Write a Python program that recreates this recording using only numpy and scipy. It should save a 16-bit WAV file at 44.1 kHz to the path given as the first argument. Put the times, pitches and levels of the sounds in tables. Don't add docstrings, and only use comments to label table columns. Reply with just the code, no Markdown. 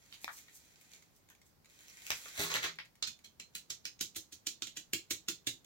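import sys
import numpy as np
from scipy import signal
from scipy.fft import rfft, irfft
from scipy.io import wavfile

SR = 44100
rng = np.random.default_rng(int(sys.argv[2]) if len(sys.argv) > 2 else 0)


def digitize_waveform(pressure):
    field = np.atleast_2d(pressure).T
    bounded = np.clip(field, -1, 1)
    quanta = np.round(bounded * 32767).astype(np.int16)
    wavfile.write(sys.argv[1], SR, quanta)


N = 249165
TIME = np.arange(N) / SR
LEAD_IN = SR // 10
EVENT_S = TIME[:SR // 2] - LEAD_IN / SR

# frequency in Hz, t60 in seconds.
KITCHEN_T60 = [(100, 0.25), (400, 0.18), (1500, 0.15), (4000, 0.21), (7000, 0.2), (11000, 0.13),
               (16000, 0.14)]
# frequency in Hz, left minus right in dB.
PORT_BALANCE = [(100, 1), (380, -2.5), (700, 0.5), (1300, 1.5), (2300, 5), (3200, -5.5), (4400, -11.5),
                (6000, -8.5), (7300, -0.5), (10000, 5.5), (13000, 4), (15500, -3)]
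# frequency in Hz, relative density in dB.
ROOM_SPECTRUM = [(15, -25), (25, 4.5), (70, 3.5), (149, 4), (516, -5.5), (936, -8.5), (2110, -13.5),
                 (3160, -17.5), (6740, -18), (9570, -22.5), (14000, -17.5), (16000, -17.5)]
SUGAR_SPECTRUM = [(300, -9.5), (1000, -8), (1600, -2), (2200, 5.5), (3000, -1), (4200, 0.5), (5200, -6),
                  (6900, 4.5), (8300, -6.5), (12000, -10)]
FIZZ_SPECTRUM = [(3000, -19), (6500, 6.5), (8700, 1.5), (10000, -1), (12000, 0), (14000, 1.5),
                 (16000, -0.5)]
TICK_SPECTRUM = [(80, -7), (350, -10.5), (1000, -4), (2600, 13), (4300, -1), (6800, 4), (9500, -14),
                 (16000, -6)]
CRUMPLE_SPECTRUM = [(150, -14), (500, -3.5), (800, -5.5), (1300, 3), (2200, 5), (3000, -3), (4000, 1.5),
                    (5100, -9.5), (6500, -2.5), (8200, -16.5), (11000, -61), (16000, -49)]
THUD_SPECTRUM = [(30, -34), (70, -7), (130, -2.5), (300, 11), (450, 4.5), (750, 9), (1500, -17)]
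PALM_SPECTRUM = [(30, -9), (70, 1.5), (130, 0), (200, 0), (280, -10), (450, -11.5), (750, -19), (1500, -21)]
CLACK_SPECTRUM = [(200, -21.5), (600, -19.5), (900, -22), (1400, 0.5), (2100, -6), (3000, 0.5), (6000, -7),
                  (10000, -53)]
RATTLE_SPECTRUM = [(600, -33.5), (1500, -12.5), (2400, 1), (3400, 2), (4200, 1), (5000, -6), (6300, 2.5),
                   (7300, 2.5), (8200, -8.5), (10000, -17), (16000, -68.5)]
# frequency in Hz, relative level in dB, t60 in seconds.
TABLE_MODES = [(120, -3, 0.35), (163.8, 0.5, 0.54), (277, -22, 0.16), (332, -7, 0.17), (404.5, -0.5, 0.45)]
MESH_MODES = [(155.8, -29, 1), (269, -12, 0.14), (325.3, 10, 0.066), (395, -23, 0.42), (534, -11.5, 0.117)]
HOOP_MODES = [(1414, -4, .06), (2380, -10, .05), (2680, -59, 0.15), (3240, -20, 0.063), (3560, 14, 0.12),
              (3684, 14.5, 0.035), (4200, 13.5, 0.031), (4260, 5, 0.036), (4170, 14, 0.11),
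              (5020, 17, 0.038), (6200, -16, .04), (6790, -24, .06), (7960, -33, .055)]
# time in seconds, level in dB, hiss offset in dB.
SUGAR_SPURTS = [(.135, -54, -1), (0.234, -52, 2.5), (0.332, -61.5, 13.5), (0.373, -51, 4),
                (0.553, -64, 15.5), (0.653, -74, 11), (0.813, -71, 12), (0.935, -50, -15),
                (1.164, -71.5, 9.5), (1.466, -69.5, 6.5)]
# time in seconds, level in dB, hiss offset in dB, reverb gain in dB.
SHARP_TICKS = [(0.244, -37.5, -38, -8), (1.301, -69, 10, 0), (1.882, -51, -22, -1), (2.066, -43, -4, 0),
               (2.104, -27, -8.5, -1), (2.117, -35.5, -14, -4.5), (2.54, -30, -27, -2.5),
               (2.63, -40.5, -17, 6.5)]
# time in seconds, level in dB, centre in Hz, decay in seconds.
FOLD_POPS = [(0.1258, -47, 2160, 0.00095), (0.279, -39, 1382, 0.0016), (0.482, -56, 2070, 0.0038),
             (1.304, -62, 1810, 0.0055), (2.258, -46.5, 1420, 0.0031), (2.787, -37.5, 2020, 0.0029)]
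# time in seconds, level in dB, hiss offset in dB, decay in seconds.
BAG_CRUMPLES = [(2.124, -45, 1, 0.075), (2.398, -30.5, -5.5, 0.034), (2.435, -30.5, -6, 0.039),
                (2.512, -30.5, -19, 0.019), (2.553, -27.5, -13.5, 0.023), (2.644, -29, -16, 0.024)]
# time in seconds, base level in dB, clack offset in dB, fizz offset in dB,
# rise in seconds (slower for a flatter hand).
RIM_PATS = [(3.024, -29, -7.5, -28, 0.00055), (3.073, -36, -8, -17.5, 0.0037),
            (3.2442, -47, -35, -21, 0.0026), (3.3974, -41.5, -13.5, -21, .0008),
            (3.5505, -37.5, -7.5, -9, 0.001), (3.7018, -32.5, -9, -18.5, 0.0016),
            (3.8519, -37, -3, -16.5, 0.00076), (4.009, -30.5, -10, -10, 0.0014),
            (4.1628, -35, -16, -9.5, 0.0048), (4.3251, -42.5, -22, -14.5, 0.0039),
            (4.4676, -28, -24.5, -17.5, 0.0018), (4.62, -32, -14, -21, 0.00067),
            (4.6689, -39.5, -25, -20, 0.002), (4.7698, -36.5, -9.5, -17, 0.005),
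            (4.9318, -25.5, -15, -15, 0.00066), (5.1081, -28, -12, -11.5, 0.0024),
            (5.2837, -30.5, -4, -13, 0.0011), (5.47, -26, -16.5, -17, 0.002),
            (5.6444, -59.5, -9, -11, 0.0012)]
# time in seconds,
# left lead in ms, hoop offset in dB, mesh offset in dB (both from the pat's base level).
SIEVE_PATH = [(3.0, .19, -10, -41), (3.8, .22, -19.5, -31), (4.02, 0.059, -19.5, -14.5),
              (4.5, 0.078, -36, -22.5), (4.95, 0.085, -17, -14.5), (5.5, 0.11, -18, -15)]


def undb(db):
    return 10 ** (np.asarray(db) / 20)


def at_hz(points, hz):
    f, value = np.transpose(points)
    return np.interp(np.log(np.maximum(hz, 1)), np.log(f), value)


def through(x, impulse):
    return signal.fftconvolve(x, impulse / np.linalg.norm(impulse))[:len(x)]


def colour(x, spectrum, size=2048):
    cepstrum = irfft(np.log(undb(at_hz(spectrum, np.fft.rfftfreq(size, 1 / SR)))))
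    cepstrum[1:size // 2] *= 2
    cepstrum[size // 2 + 1:] = 0
    return through(x, irfft(np.exp(rfft(cepstrum))))


def ring(x, modes):
    t = TIME[:len(EVENT_S)]
    impulse = sum(undb(db - 60 * t / t60) * np.sin(2 * np.pi * hz * t) for hz, db, t60 in modes)
    return through(x, impulse)


def grit(spread_db, count, size=16):
    strength = undb(spread_db * np.minimum(rng.exponential(size=count // size + 1), 2 * np.pi))
    contacts = rng.standard_normal(count) * np.repeat(strength, size)[:count]
    return contacts / np.sqrt(np.mean(contacts ** 2))


def burst(db, rise_s, decay_s, spread_db=0):
    tau_s = np.maximum(np.where(EVENT_S < 0, rise_s, decay_s), 0.1 / SR)
    cluster = grit(spread_db, len(EVENT_S)) * np.exp(-np.abs(EVENT_S) / tau_s)
    return cluster * undb(db) * np.sqrt(0.004 * SR / np.sum(cluster ** 2))


def add(out, at_s, sound):
    start = int(at_s * SR) - LEAD_IN
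    first, last = max(start, 0), min(start + sound.shape[1], N)
    out[:, first:last] += sound[:, first - start:last - start]


def port_noise(alike_hz, size, likeness=0.83):
    mid, side = rfft(rng.standard_normal((2, size)))
    alike = likeness / (1 + (np.fft.rfftfreq(size, 1 / SR) / alike_hz) ** 4)
    mid, side = mid * np.sqrt((1 + alike) / 2), side * np.sqrt((1 - alike) / 2)
    return irfft([mid + side, mid - side], size)


def kitchen(dry, lead_ms, wet_db, build_s, size=9216):
    hz, t, cells = signal.stft(port_noise(650, size), SR, nperseg=256)
    fading = undb(-60 * t / at_hz(KITCHEN_T60, hz)[:, None])
    build_up = 1 - np.exp(-TIME[:size] / build_s)
    tails = signal.istft(cells * fading, SR)[1][:, :size] * build_up
    wet = np.array([through(dry, tail) for tail in tails])
    hz = np.fft.rfftfreq(len(dry), 1 / SR)
    in_step_above_hz = 6300
    lead_cycles = hz * lead_ms / 1000 / (1 + (hz / in_step_above_hz) ** 16)
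    left = irfft(rfft(dry) * np.exp(2j * np.pi * lead_cycles), len(dry))
    return np.array([left, dry]) + undb(wet_db) * wet


def still_air():
    noise = port_noise(630, N, likeness=0.28)
    return undb(-69.5) * np.array([colour(port, ROOM_SPECTRUM) for port in noise])


def sliding_sugar(landing_s):
    tip_back_s, fade_db_per_s = 0.91, 51
    draw_s, swell_db_per_s = 1.689, 30
    trickle = undb(-71 - fade_db_per_s * np.maximum(TIME - tip_back_s, 0))
    swell_db = np.minimum(-69.5 + swell_db_per_s * (TIME - draw_s), -56)
    rustle = undb(swell_db) * (TIME > draw_s) * (TIME < landing_s)
    grains = grit(2.2, N, size=48) * trickle + grit(2.8, N, size=48) * rustle
    slide = colour(grains, SUGAR_SPECTRUM) + undb(-22) * colour(grains, FIZZ_SPECTRUM)
    out = kitchen(slide, lead_ms=0.24, wet_db=0.5, build_s=0.00042)
    for at_s, db, hiss_db in SUGAR_SPURTS:
        powder = colour(burst(db, 0.03, 0.039, spread_db=4), SUGAR_SPECTRUM)
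        hiss = colour(burst(db + hiss_db, 0.015, 0.024, spread_db=3.5), FIZZ_SPECTRUM)
        add(out, at_s, kitchen(powder + hiss, 0.3, -1.3, 0.00067))
    return out


def ticks_and_pops():
    out = np.zeros((2, N))
    for at_s, db, hiss_db, wet_db in SHARP_TICKS:
        tick = colour(burst(db, 0.0003, 0.00058), TICK_SPECTRUM)
        hiss = colour(burst(db + hiss_db, 0.0009, 0.00051), FIZZ_SPECTRUM)
        add(out, at_s + 0.000935, kitchen(tick + hiss, 0.26, wet_db, 0.0035))
    knock = colour(burst(-46.5, 0.00023, 0.00075), THUD_SPECTRUM)
    add(out, 0.244, kitchen(knock, 0.14, -10, 0.0014))
    for at_s in rng.uniform(0, 3.2, size=20):
        crinkle = colour(burst(rng.normal(-64.5, 1.5), 0.0006, 0.0022), SUGAR_SPECTRUM)
        add(out, at_s, kitchen(crinkle, 0.083, -1, 0.00091))
    for at_s, db, hz, decay_s in FOLD_POPS:
        hollow = [(hz / 8, -26), (hz / 1.25, -8), (hz / 1.78, 0),
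                  (hz * 0.88, 0), (hz * 2, -10), (hz * 4, -38)]
        pop = colour(burst(db, 0.00046, decay_s), hollow)
        add(out, at_s + 0.00064, kitchen(pop, 0.14, 0.28, 0.0065))
    return out


def table_top(db, rise_s, decay_s):
    push = burst(db, rise_s, decay_s, spread_db=2.5)
    wood = ring(push, TABLE_MODES) + undb(-6) * colour(push, THUD_SPECTRUM)
    return kitchen(wood, lead_ms=0.22, wet_db=-6.5, build_s=0.0019)


def bag_set_down(landing_s):
    out = np.zeros((2, N))
    add(out, landing_s, table_top(db=-30.5, rise_s=0.007, decay_s=0.015))
    for at_s, db, hiss_db, decay_s in BAG_CRUMPLES:
        rise_s = 0.6 * decay_s
        paper = colour(burst(db, rise_s, decay_s, spread_db=3.5), CRUMPLE_SPECTRUM)
        hiss = colour(burst(db + hiss_db + 3.5, rise_s, decay_s, spread_db=3), FIZZ_SPECTRUM)
        add(out, at_s, kitchen(paper + hiss, 0.23, 0.31, 0.0018))
        if at_s > landing_s:
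            add(out, at_s, table_top(db - 23, 0.31 * rise_s, decay_s))
    return out


def sieve():
    firm_pat_db, peak_delay_s = -30, 0.0022
    path_s, *path_columns = np.transpose(SIEVE_PATH)
    out = np.zeros((2, N))
    for at_s, db, clack_db, fizz_db, rise_s in RIM_PATS:
        lead_ms, hoop_db, mesh_db = (np.interp(at_s, path_s, column) for column in path_columns)
        decay_s = 0.00057 + 0.87 * rise_s
        blow = burst(db - 7, rise_s, decay_s, spread_db=3.5)
        chatter = burst(db - 8.5, rise_s, 0.0054, spread_db=5)
        loose_sugar = burst(db + fizz_db - 7, 0.0066, 0.0073, spread_db=6.5)
        rattle = colour(blow + chatter + loose_sugar, RATTLE_SPECTRUM)
        hoop = ring(burst(db + hoop_db, rise_s, 0.0035), HOOP_MODES)
        clack = colour(burst(db + clack_db, rise_s, 0.0016), CLACK_SPECTRUM)
        spray = burst(db + fizz_db + 2, 0.0022, 0.021, spread_db=-12)
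        jump = burst(db + fizz_db + 5.5, rise_s, decay_s, spread_db=3)
        fizz = colour(jump + spray, FIZZ_SPECTRUM)
        drum = ring(burst(db + mesh_db, 0, 0), MESH_MODES)
        thud_db = -54 + 0.33 * (db - firm_pat_db)
        thud = colour(burst(thud_db, 0.00067, 0.012), PALM_SPECTRUM)
        pat = kitchen(rattle + hoop + clack, lead_ms, wet_db=0.62, build_s=0.00087)
        pat += kitchen(fizz, lead_ms, wet_db=-0.26, build_s=0.0031)
        pat += kitchen(drum + thud, lead_ms, wet_db=-0.58, build_s=0.0012)
        add(out, at_s + peak_delay_s, pat)
    return out


def scene():
    landing_s = 2.398
    return sieve() + sliding_sugar(landing_s) + bag_set_down(landing_s) + ticks_and_pops() + still_air()


def record(dry):
    low_hz, top_hz = 42, 16000
    balance_db = at_hz(PORT_BALANCE, np.fft.rfftfreq(N, 1 / SR))
    ports = irfft(rfft(dry) * undb(np.array([balance_db, -balance_db]) / 2), N)
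    ports = signal.sosfilt(signal.butter(2, low_hz, "highpass", fs=SR, output="sos"), ports)
    return signal.sosfilt(signal.ellip(10, 0.2, 70, top_hz, fs=SR, output="sos"), ports)


dry = scene()
out = record(dry)
digitize_waveform(out)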